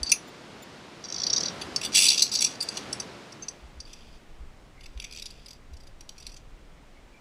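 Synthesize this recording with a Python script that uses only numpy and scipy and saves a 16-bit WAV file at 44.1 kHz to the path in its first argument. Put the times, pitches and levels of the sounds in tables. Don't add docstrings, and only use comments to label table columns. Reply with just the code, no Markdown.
import sys
import numpy as np
from scipy import signal
from scipy.fft import rfft, irfft
from scipy.io import wavfile
from scipy.ndimage import uniform_filter1d, minimum_filter1d

SR = 44100
rng = np.random.default_rng(int(sys.argv[2]) if len(sys.argv) > 2 else 0)


def unload_audio(sound):
    columns = np.transpose(np.atleast_2d(sound))
    steps = np.round(np.clip(columns, -1, 1) * 32767)
    wavfile.write(sys.argv[1], SR, steps.astype(np.int16))


N = 317916


def amp(db):
    return 10 ** (np.asarray(db) / 20)


def unit(x):
    return x / np.sqrt(np.mean(x ** 2) + 1e-20)


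def level_at(colour, hz):
    pitch_hz, level_db = np.transpose(colour)
    return np.interp(np.log(hz + 1), np.log(pitch_hz + 1), level_db)


def fade(curve):
    time_s, level_db = np.transpose(curve)
    return amp(np.interp(np.arange(N) / SR, time_s, level_db, left=-120, right=-120))


def add(mix, start_s, sound):
    part = mix[max(round(start_s * SR), 0):][:len(sound)]
    part += sound[:len(part)]


def play(rows, sound_of):
    out = np.zeros(N)
    for start_s, *columns in rows:
        add(out, start_s, sound_of(*columns))
    return out


def noise(colour, band_hz):
    hz = np.fft.rfftfreq(N, 1 / SR)
    spectrum = rfft(rng.standard_normal(N)) * amp(level_at(colour, hz))
    in_band = (hz > band_hz[0]) * (hz < band_hz[1])
    return irfft(spectrum, N) / np.std(irfft(spectrum * in_band, N))


# time_s, level_db
AIR_LEVELS = [(0, -49), (1.0, -49.5), (1.45, -42), (1.9, -44.5), (2.35, -48.5), (2.9, -43.5), (3.8, -57.5),
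              (5.7, -59.5), (7.21, -58.5)]
# pitch_hz, level_db
AIR_EARLY_COLOUR = [(15, -46.5), (25, -25), (38, -14.5), (64, -10.5), (178, -3), (215, -2.5), (389, -5),
                    (433, -6), (4750, -19), (9300, -33), (13900, -47.5), (15500, -56.5)]
AIR_LATE_COLOUR = [(65, -21), (110, -3.5), (303, -8.5), (531, -11.5), (1800, -19.5), (2000, -18.5),
                   (7990, -32), (14300, -46.5), (15500, -38)]

def air(change_s=3.58, change_length_s=0.75, band_hz=(130, 1700)):
    late_share = np.clip((np.arange(N) / SR - change_s) / change_length_s + .5, 0, 1)
    early = np.sqrt(1 - late_share) * noise(AIR_EARLY_COLOUR, band_hz)
    late = np.sqrt(late_share) * noise(AIR_LATE_COLOUR, band_hz)
    return fade(AIR_LEVELS) * (early + late)


# time_s, level_db
WIND_LEVELS = [(3.4, -62), (3.76, -52), (3.95, -54), (4.39, -51.5), (6.3, -50.5), (7.21, -57)]
# pitch_hz, level_db
WIND_COLOUR = [(8.8, -33.5), (15, 5), (59, -9), (72, -14), (102, -20.5), (130, -24.5), (170, -33),
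               (290, -120)]
# start_s, length_s, level_db, pitch_hz
PUFFS = [(0.0, 0.059, -41, 59), (3.61, 0.074, -48, 58.5), (3.729, 0.11, -48, 64), (4.38, 0.082, -44, 54.7),
         (4.942, 0.06, -38.5, 52.3), (5.7, 0.075, -44.5, 66.4)]

def wind(gust_db=1.5):
    swirls = np.interp(np.arange(N), np.linspace(0, N, 90), rng.standard_normal(90))
    out = amp(gust_db * swirls) * fade(WIND_LEVELS) * noise(WIND_COLOUR, band_hz=(20, 90))
    for start_s, length_s, db, hz in PUFFS:
        t = np.arange(int(length_s * SR)) / SR
        tone = np.sin(2 * np.pi * (hz * t + rng.random()))
        add(out, start_s, amp(db) * unit(np.hanning(len(t)) * tone))
    return out


def ring(tones, ring_s, detune=0.0089, scatter_db=2.4, rise_s=0.00021):
    hz, db = np.transpose(tones)[:, :, None]
    shift, strength, phase = rng.standard_normal((3, len(tones), 1))
    t = np.arange(int(SR * ring_s)) / SR
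    swing = np.sin(2 * np.pi * (hz * (1 + detune * shift) * t + phase))
    rise_and_fall = np.exp(-np.log(1000) * t / ring_s) * (1 - np.exp(-t / rise_s))
    return amp(db + scatter_db * strength) * rise_and_fall * swing


def with_grit(tones, grit_db, count=30):
    hz = rng.uniform(.88 * tones[0][0], 1.04 * tones[-1][0], count)
    return np.vstack([tones, np.column_stack([hz, level_at(tones, hz) + grit_db])])


def contact(chatter_s, bounces_per_s=5000, touch_s=0.0015, stretch=1.9):
    progress = np.linspace(0, 1, int(SR * (touch_s + stretch * chatter_s)) + 30)
    bounces = rng.standard_normal(SR // 10) * (rng.random(SR // 10) < bounces_per_s / SR)
    bounces[SR // 2000] = 1.5
    return np.resize(bounces, len(progress)) * np.sin(np.pi * np.sqrt(progress))


LOW_BELOW_HZ, HIGH_ABOVE_HZ = 3700, 7000

def hit(tones, ring_s, grit_db, db, chatter_s, low_db, high_db, boost_hz=0, boost_db=0, width_hz=450):
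    tones = with_grit(tones, grit_db)
    boost = amp(boost_db * np.exp(-((tones[:, :1] - boost_hz) / width_hz) ** 2))
    rings = ring(tones, ring_s) * boost
    force = contact(chatter_s)
    band = np.searchsorted([LOW_BELOW_HZ, HIGH_ABOVE_HZ], tones[:, 0])
    low, middle, high = (unit(signal.fftconvolve(force, rings[band == k].sum(0))) for k in range(3))
    sound = amp(low_db) * low + middle + amp(high_db) * high
    return amp(db) * sound * np.sqrt(SR / 100 / len(middle))


def strand_ticks(pushes, chatter_share, uneven_s=0.0006, uneven_db=1.5, uneven_chatter=0.35):
    for start_s, count, per_s, first_db, last_db, *colour in pushes:
        for k, db in enumerate(np.linspace(first_db, last_db, round(count))):
            late, harder, longer = rng.standard_normal(3)
            time_s = start_s + k / per_s + uneven_s * late
            chatter_s = chatter_share / per_s * np.exp(uneven_chatter * longer)
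            yield time_s, db + uneven_db * harder, chatter_s, *colour


def drag(pulls, tones, ring_s, grit_db, uneven_db, treble_db, ticks_per_s=230, spots=5):
    out = np.zeros(N)
    for _ in range(spots):
        spot_tones = with_grit(tones, grit_db)
        treble_cut = amp(treble_db * (spot_tones[:, :1] > HIGH_ABOVE_HZ))
        ticks = rng.random(N) < ticks_per_s / SR
        strength = amp(uneven_db * np.clip(rng.standard_normal(N), -2, 2))
        ringing = (treble_cut * ring(spot_tones, ring_s)).sum(0)
        out += signal.oaconvolve(ticks * strength, ringing)[:N]
    return unit(out) * sum(fade(pull) for pull in pulls)


def rock_echo(sound, echo_db, tail_s, echoes_per_s=4000, delay_s=.003):
    t = np.arange(SR // 3) / SR
    echoes = rng.choice([-1., 1.], len(t)) * (rng.random(len(t)) < echoes_per_s / SR) * (t > delay_s)
    echoes *= np.exp(-np.log(1000) * t / tail_s)
    return sound + amp(echo_db) * signal.oaconvolve(sound, echoes / np.linalg.norm(echoes))[:N]


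# start_s, length_s, level_db, pitch_hz
CABLE_NOTES = [(4.73, 0.12, -64, 2150), (4.93, 0.36, -61, 2450), (6.93, 0.073, -67.5, 2240),
               (7.09, 0.13, -65.5, 2330)]

def singing_cable(ring_s=0.028):
    def note(length_s, db, hz):
        n = int(length_s * SR)
        rub = rng.standard_normal(SR)[:n] * np.hanning(n)
        return amp(db) * unit(signal.fftconvolve(rub, ring([(hz, 0)], ring_s)[0]))
    return play(CABLE_NOTES, note)


# pitch_hz, level_db
FAR_TONES = [(2450, 1.5), (2680, 1.5), (3480, 3), (4480, -4.5), (4780, 5.5), (5250, -5.5), (5780, 1),
             (6300, -7), (6950, -11.5), (7400, 1), (7850, 2.5), (8900, -1), (10500, 0), (13300, -9)]
# start_s, level_db, chatter_s, low_db
FAR_KNOCKS = [(3.9306, -45, 0.0049, -7), (4.9737, -57, 0.0025, 6), (4.9986, -40.5, 0.0012, 0),
              (5.2211, -39, 0.0034, -9), (5.2548, -38, 0.0089, -10), (5.3043, -47, 0.0053, -16),
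              (6.0069, -47, 0.0032, -10), (6.0912, -42, 0.0017, -5.5), (6.2652, -38.5, 0.006, -9.5)]
# start_s, strand_count, strands_per_s, first_db, last_db, low_db
FAR_RATTLES = [(4.8067, 3, 38.3, -54.5, -49.5, 1), (5.0176, 2, 43, -47.5, -38.5, 1),
               (5.1106, 8, 82, -49, -42.5, -5.5), (5.4591, 4, 43, -46.5, -50.5, -10.5),
               (5.7323, 5, 29.5, -55, -55.5, -10), (6.1787, 3, 45, -47.5, -49, -9),
               (6.2941, 4, 44, -52, -49.5, -7)]
# time_s, level_db
FAR_PULLS = [
    [(3.86, -52), (4.176, -58.5), (4.2, -74)],
    [(4.76, -73), (5.198, -50.5), (5.57, -61.5)],
    [(6.16, -61), (6.262, -53.5), (6.4, -69)],
]

def far_gear(ring_s=.012, grit_db=-5, high_db=-10):
    def knock(db, chatter_s, low_db):
        return hit(FAR_TONES, ring_s, grit_db, db, chatter_s, low_db, high_db)
    clatter = play(FAR_KNOCKS, knock) + play(strand_ticks(FAR_RATTLES, chatter_share=0.23), knock)
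    slides = amp(-4.0) * drag(FAR_PULLS, FAR_TONES, ring_s, grit_db, uneven_db=-1.5, treble_db=-13)
    return rock_echo(clatter + slides + singing_cable(), echo_db=-11, tail_s=.2)


# start_s, length_s, level_db, pitch_hz
SQUEAKS = [(0.267, 0.037, -60, 3570), (0.618, 0.026, -52, 3570), (2.618, 0.029, -44.5, 3550)]
# pitch_multiple, level_db
SQUEAK_TONES = [(1, -2), (2, 0.5), (3, -8.5), (4, -5)]

def squeaks(waver=.003):
    out = np.zeros(N)
    for start_s, length_s, db, hz in SQUEAKS:
        n = int(length_s * SR)
        wobble = unit(uniform_filter1d(rng.standard_normal(n), size=100))
        cycles = np.cumsum(hz * (1 + waver * wobble)) / SR
        tone = sum(amp(tone_db) * np.sin(2 * np.pi * round(k) * cycles) for k, tone_db in SQUEAK_TONES)
        add(out, start_s, amp(db) * unit(tone * np.hanning(n)))
    return out


# pitch_hz, level_db
CARABINER_TONES = [(2650, -4), (3480, -10), (4680, 6.5), (5450, -5.5), (5820, 0.5), (6200, 1.5),
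                   (7400, -9.5), (7920, 5.5), (9080, 2), (9750, -1), (10200, -1.5), (13200, -22.5)]
# start_s, level_db, chatter_s, high_db, boost_hz
SCRAPES_AND_TAPS = [(0.0306, -25.5, 0.0003, -12, 5170), (0.0595, -30, 0.016, -34, 4700),
                    (0.091, -27, 0.013, -13, 4900), (1.7607, -22, 0.0013, -16, 5470),
                    (2.6046, -25, 0.0046, -12, 4670), (2.6221, -30, 0.0054, -7.5, 4600),
                    (2.686, -27.5, 0.0017, -12, 4680), (2.9273, -28.5, 0.0017, -6, 5370),
                    (2.9991, -30, 0.0044, -11, 5550), (3.3216, -45, 0.0034, -13, 5500),
                    (3.4211, -36, 0.014, -27, 6200), (3.4834, -31, 0.0025, -14, 5800),
                    (3.8017, -38, 0.0033, -17.5, 5260), (3.8519, -50, 0.004, -29, 4600)]

def scrapes_and_taps(ring_s=0.025, grit_db=-15, low_db=-20):
    def touch(db, chatter_s, high_db, boost_hz):
        return hit(CARABINER_TONES, ring_s, grit_db, db, chatter_s, low_db, high_db, boost_hz, boost_db=13)
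    return rock_echo(play(SCRAPES_AND_TAPS, touch), echo_db=-12, tail_s=.13)


# pitch_hz, level_db
GATE_TONES = [(2400, -8.5), (2620, 1), (3050, -10), (3550, -2), (4070, -9), (4680, -0.5), (5880, -3),
              (6240, 2), (8150, -8.5), (9050, 8), (10220, -1.5), (12400, -14), (13400, -14.5)]
SPRING_TONES = [(5880, -2), (6240, -6), (10220, -5.5)]
# start_s, level_db, chatter_s, low_db, high_db, boost_hz
SNAPS = [(0.1171, -7.5, 0.0033, -6, -6, 5890)]

def gate(ring_s=.018, grit_db=-3, spring_db=-17):
    slam = play(SNAPS, lambda *row: hit(GATE_TONES, ring_s, grit_db, *row, boost_db=1.0))
    spring = play(SNAPS, lambda db, *_: amp(db + spring_db) * ring(SPRING_TONES, ring_s=0.16).sum(0))
    return rock_echo(slam + spring, echo_db=-19.0, tail_s=0.14)


# pitch_hz, level_db
CABLE_TONES = [(2420, -9.5), (2750, -4), (3000, -15), (3480, -2.5), (3950, -9), (4350, -7.5), (4720, 0),
               (5470, -6.5), (5740, -1), (6150, -7.5), (7300, -8), (7900, 2), (9020, -4), (9650, -8),
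               (10200, -2.5), (13100, -19), (13550, -14.5)]
# start_s, strand_count, strands_per_s, first_db, last_db
SKIPS = [(1.039, 3, 130, -38, -41.5), (1.0837, 2, 60, -41, -40), (1.1236, 6, 53, -32.5, -32.5),
         (1.2345, 5, 31.5, -22.5, -21.5), (1.379, 5, 39.2, -26.5, -27.5)]
# start_s, strand_count, strands_per_s, first_db, last_db, low_db, high_db
RASPS = [(1.8129, 3, 59, -35.5, -31.5, -1, -5.5), (1.9477, 12, 97, -21, -24, -3.5, -2),
         (2.1012, 5, 73, -18.5, -34.5, -6, -8.5), (2.1764, 4, 69, -23, -30.5, -10, -14),
         (2.2625, 3, 82, -34.5, -39.5, -11, -16.5), (2.3149, 3, 55, -27, -23.5, -19.5, -12.5),
         (2.369, 2, 50, -29, -24.5, -25, -20.5), (2.406, 2, 86, -27.5, -21, -9, -6)]
# time_s, level_db
NEAR_PULLS = [
    [(1.92, -31), (1.96, -11.5), (2.1, -20.5), (2.2, -28.5), (2.3, -44.5), (2.43, -26.5), (2.56, -38.5)],
    [(2.6, -43), (2.78, -33), (2.86, -51)],
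]
# start_s, level_db, chatter_s
KNOCKS = [(1.6117, -34.5, 0.009), (2.0721, -26, 0.0036), (2.0838, -14.5, 0.0056), (2.2202, -11.5, 0.0046),
          (2.4411, -17.5, 0.0068), (2.4663, -37, 0.0035), (2.7696, -31.5, 0.0049)]

def carabiner_on_cable(ring_s=0.0144, grit_db=-12, skip_grit_db=-20, hard_knock_db=-13.5):
    def skip(db, chatter_s):
        return hit(CABLE_TONES[3:], ring_s, skip_grit_db, db, chatter_s,
                   low_db=-21, high_db=-34, boost_hz=5660, boost_db=3.5)

    def rasp(db, chatter_s, low_db, high_db):
        return hit(CABLE_TONES, ring_s, grit_db, db, chatter_s, low_db, high_db)

    def knock(db, chatter_s):
        low_db = -18 + 0.66 * (hard_knock_db - db)
        return hit(CABLE_TONES, ring_s, grit_db, db, chatter_s, low_db, high_db=-11)
    skips = play(strand_ticks(SKIPS, chatter_share=0.17), skip)
    rasps = play(strand_ticks(RASPS, chatter_share=0.34), rasp)
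    grind = drag(NEAR_PULLS, CABLE_TONES, ring_s=0.017, grit_db=-1.5, uneven_db=1, treble_db=-14.0)
    knocks = play(KNOCKS, knock)
    return rock_echo(skips + rasps + knocks + amp(-9.0) * grind, echo_db=-9.5, tail_s=0.15)


def scene():
    no_bass = signal.butter(4, 1900, "highpass", fs=SR, output="sos")
    metal = signal.sosfilt(no_bass, gate() + scrapes_and_taps() + carabiner_on_cable() + far_gear())
    mono = metal + amp(1.16) * air() + wind() + squeaks()
    return np.array([mono, mono])


def record(dry, ceiling=.62, top_hz=15500):
    allowed = np.minimum(1, ceiling / (abs(dry).max(0) + 1e-9))
    gain = uniform_filter1d(minimum_filter1d(allowed, size=90), size=90)
    treble_cut = signal.firwin(255, top_hz, window=("kaiser", 9), fs=SR)
    return signal.oaconvolve(dry * gain, treble_cut[None], "same")


dry = scene()
out = record(dry)
unload_audio(out)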